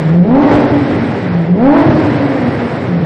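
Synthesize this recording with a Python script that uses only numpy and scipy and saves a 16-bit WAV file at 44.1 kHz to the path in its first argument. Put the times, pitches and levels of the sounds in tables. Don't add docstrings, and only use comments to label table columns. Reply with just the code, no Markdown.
import sys
import numpy as np
from scipy import signal
from scipy.fft import rfft, irfft
from scipy.io import wavfile
from scipy.ndimage import uniform_filter1d

SR = 44100
rng = np.random.default_rng(int(sys.argv[2]) if len(sys.argv) > 2 else 0)


def digitize_waveform(pressure):
    field = np.atleast_2d(pressure).T
    bounded = np.clip(field, -1, 1)
    quanta = np.round(bounded * 32767).astype(np.int16)
    wavfile.write(sys.argv[1], SR, quanta)


def magnitude_from_level(level_db):
    exponent = np.asarray(level_db, float) / 20
    return 10 ** exponent


N = 134505
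T = np.arange(N) / SR


def evened(x):
    return x / np.sqrt(np.mean(x ** 2) + 1e-20)


def read(points, hz):
    f, value = np.transpose(points)
    return np.interp(np.log(hz + 1), np.log(f + 1), value)


def colour(x, points):
    gain_db = read(points, np.fft.rfftfreq(len(x), 1 / SR))
    return irfft(rfft(x) * magnitude_from_level(gain_db), len(x))


def ring(x, modes, flip=-1):
    out = np.zeros(len(x))
    for k, (hz, width_hz, db) in enumerate(modes):
        b, a = signal.iirpeak(hz, hz / max(width_hz, 3), SR)
        out += flip ** k * magnitude_from_level(db) * signal.lfilter(b, a, x)
    return out


def state(column):
    # start_s, firing_rate_hz, firing_db, unevenness (0-1), gas_rush_db
    engine = [(0, 157.3, -16, .3, -3), (0.098, 157.6, -8.5, 0.09, -5), (.235, 189.8, -13.5, .16, -10),
              (.34, 262, -5.5, 0.06, -6), (.43, 309.4, -10.5, 0.29, -1), (0.528, 296.4, -11, 0.13, 1),
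              (.75, 285.3, -20, 0.4, -1), (.95, 234, -18, 0.34, -1), (1.3, 173.5, -22.5, 0.1, -4),
              (1.458, 163.4, -13, .12, -6.5), (1.56, 195.9, -12.5, 0.17, -11), (1.65, 264.8, -6, 0, -4.5),
              (1.781, 338.5, -9, 0.24, 1.5), (1.858, 312.3, -16, 0.3, 0), (2.201, 285.9, -19.5, .3, 0),
              (2.43, 245.1, -18, 0.12, -2), (2.729, 221.6, -27, 0.03, -2.5), (3.002, 155.3, -17, .25, -6)]
    rows = np.array(engine)
    return uniform_filter1d(np.interp(T, rows[:, 0], rows[:, column]), size=900)


def turns():
    return np.cumsum(state(column=1)) / SR


def shut():
    # start_s, end_s
    closed = [
        (-1, 0.083),
        (.455, 1.4),
        (1.81, 4),
    ]
    return uniform_filter1d(sum(1. * (T > a) * (T < b) for a, b in closed), size=500)


def hall(x):
    # pitch_hz, time_to_fade_60_db_s
    fading = [(100, 0.76), (500, 1.45), (2000, 0.7), (8000, 0.7)]
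    taps = np.zeros(SR)
    at = np.arange(400, SR - 20, 20)
    taps[at + rng.integers(0, 20, len(at))] = rng.choice([-1., 1.], len(at))
    hz, t, z = signal.stft(taps, SR, nperseg=512)
    faded = z * magnitude_from_level(-60 * t / read(fading, hz)[:, None])
    tail = signal.istft(faded, SR, nperseg=512)[1]
    return signal.fftconvolve(x, tail / np.linalg.norm(tail))[:N]


def rush():
    # pitch_hz, level_db (per Hz)
    hiss = [(60, -21.5), (110, 3), (600, -14.5), (1150, -23), (2000, -23), (2700, -33), (5400, -44.5),
            (6000, -54)]
    level_db, low_cut_db, gated = -18.5, -11.5, 0.18
    gate = 1 - gated + 2 * gated * np.exp(-(turns() % 1) / 0.2)
    hz, t, z = signal.stft(colour(rng.standard_normal(N) * gate, hiss), SR, nperseg=512)
    patches = rng.standard_normal(z.shape[::-1]).T
    patches = uniform_filter1d(patches, size=12, axis=0)
    patches = evened(uniform_filter1d(patches, size=6, axis=1))
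    follow = np.clip(np.log2(hz / 300 + 1e-3) / 2, .6, 1)[:, None]
    flow_db = np.interp(t, T, state(column=4))
    z = z * magnitude_from_level(0.73 * patches + follow * flow_db + low_cut_db * (hz[:, None] < 350))
    return magnitude_from_level(level_db) * evened(signal.istft(z, SR, nperseg=512)[1][:N])


def pops():
    # start_s, level_db
    blasts = [(.512, -8.5), (0.422, -17), (.53, -13), (0.547, -12), (0.586, -15.5), (0.908, -16.5),
              (1.814, -18), (1.9, -14), (2.045, -15.5), (2.598, -20)]
    # pitch_hz, level_db (per Hz)
    puff_colour = [(100, -19), (350, 5), (1000, -9), (2000, -17.5), (3200, -26), (5500, -38), (7000, -43.5)]
    thump_ms, tail_s, rise_s, puff_db = 2.5, .2, .0015, -11.5
    length = 8000
    t, out = np.arange(length) / SR, np.zeros(N + length)
    u = t / (thump_ms / 1000 / 2)
    thump = u * (2 - u) * np.exp(-u) * np.minimum(u, 1)
    rise = 1 - np.exp(-(t / rise_s) ** 2)
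    for (s, db), grit in zip(blasts, rng.standard_normal((len(blasts), length))):
        puff = magnitude_from_level(puff_db - 60 * t / tail_s) * evened(colour(grit, puff_colour))
        out[round(s * SR):][:length] += magnitude_from_level(db + 12.5) * (thump + rise * puff)
    return out[:N]


def burble():
    # start_s, level_db, fade_db_per_s
    lifts = [
        (0.442, -17.5, -3.5),
        (1.801, -11.5, -14.5),
    ]
    # pitch_hz, width_hz, level_db
    thud = [(84.3, 30, -6.5), (129.6, 32.5, 2), (153.8, 25, -0.5), (231, 44, -4), (317, 60, -3.5)]
    hits_per_s, spread_db, idle_db = 70, 3., -39
    level = magnitude_from_level(idle_db) + sum((T > s) * magnitude_from_level(db + fade_db * (T - s)) for s, db, fade_db in lifts)
    strength = magnitude_from_level(spread_db * np.minimum(rng.exponential(1, N), 3))
    hits = (rng.random(N) < hits_per_s / SR) * strength
    thuds = ring(ring(hits, thud), [(140, 410, 0)])
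    return uniform_filter1d(level, size=400) * (.3 + 0.62 * shut()) * evened(thuds)


def firing():
    # multiple, level_db
    orders = [(1, 0.5), (2, -4.5), (3, -7), (4, -13), (5, -20), (6, -25.5), (7, -35)]
    # sixths_of_firing_rate, level_db
    uneven = [(3, -4.5), (8, -11), (9, -11.5), (10, -12.5)]
    # pitch_hz, width_hz, level_db
    pipe_modes = [(172.73, 6.6, 7.5), (240.6, 8.3, 2), (284.9, 7.23, 10), (396, 21, 2.5), (527.7, 12, 7),
                  (620, 6.9, 1), (683, 20, 2.5), (825, 11, 4.5), (888, 30, -0.5)]
    bright_db_per_oct, coast_dull_db, shut_dull_db, open_db = 5.5, -5.5, -2.5, -0.5
    count, rough = turns(), np.clip(state(column=3), 0, 1)
    luck = rng.standard_normal((1200, 2))
    shift, size = (np.interp(count, np.arange(len(r)), r) for r in luck.T)
    wobbly = count + 0.3 * rough * shift
    bright_db = bright_db_per_oct * np.log2(state(column=1) / 280) + coast_dull_db * rough
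    shut_db = shut_dull_db * shut()
    pulses = np.zeros(N)
    for k, db in orders:
        tone_db = db + np.log2(k) * bright_db + (k > 2.5) * shut_db
        pulses += magnitude_from_level(tone_db) * np.cos(2 * np.pi * k * wobbly)
    for k, db in uneven:
        pulses += rough * magnitude_from_level(db) * np.cos(np.pi / 3 * round(k) * wobbly)
    drive = pulses * magnitude_from_level(state(column=2) + 2.8 * rough * size)
    return magnitude_from_level(open_db) * drive + ring(drive, pipe_modes, flip=0.92)


def scene():
    hall_db = -4
    pipe = firing() + burble() + pops()
    mono = pipe + magnitude_from_level(hall_db) * hall(pipe) + rush()
    return np.array([mono, mono])


def squelch(x):
    air_edge_hz, drop_from_hz, drop_db, drop_spread_db, spared_db = 9050, 6500, -62.5, 4.5, 8
    hz, t, z = signal.stft(x, SR, nperseg=2048, noverlap=1024)
    hz = hz[:, None]
    power = (abs(z) ** 2).mean(0)
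    band_db = 10 * np.log10(uniform_filter1d(power, size=3, axis=0) + 1e-20)
    loud_db = 10 * np.log10(uniform_filter1d(power.sum(0), size=5) + 1e-20)
    whim = rng.standard_normal((len(t), 44))
    bands = np.repeat(whim[:, 1:], 24, axis=1)[:, :len(hz)].T
    chance_db = drop_spread_db * (whim[:, 0] + 1.8 * bands)
    below_hz = drop_from_hz - hz
    safe_db = spared_db * np.clip(below_hz / 150, 0, 1 + below_hz / 2000)
    margin_db = band_db - loud_db - drop_db + chance_db + safe_db
    keep = 1 / (1 + np.exp(-np.clip(3 * margin_db, -30, 30)))
    return signal.istft(z * keep * (hz < air_edge_hz), SR, nperseg=2048, noverlap=1024)[1][:, :N]


def low_pass(x):
    return signal.sosfilt(signal.butter(12, 15830, fs=SR, output="sos"), x)


def record(dry):
    # pitch_hz, left_minus_right_db
    lean = [(550, 0), (1100, -1.5), (5000, -1.3), (9000, -.8)]
    low_cut_hz, ceiling, push_db, knee = 50, 0.84, -0.5, 3.9
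    cut = signal.lfilter(*signal.butter(2, low_cut_hz, "high", fs=SR), dry)
    over = magnitude_from_level(push_db) * cut / ceiling
    held = ceiling * over / (1 + abs(over) ** knee) ** (1 / knee)
    leaned = [colour(c, [(f, side * d / 2) for f, d in lean]) for c, side in zip(held, (1, -1))]
    mix = squelch(np.array(leaned))
    return low_pass(mix)


dry = scene()
out = record(dry)
digitize_waveform(out)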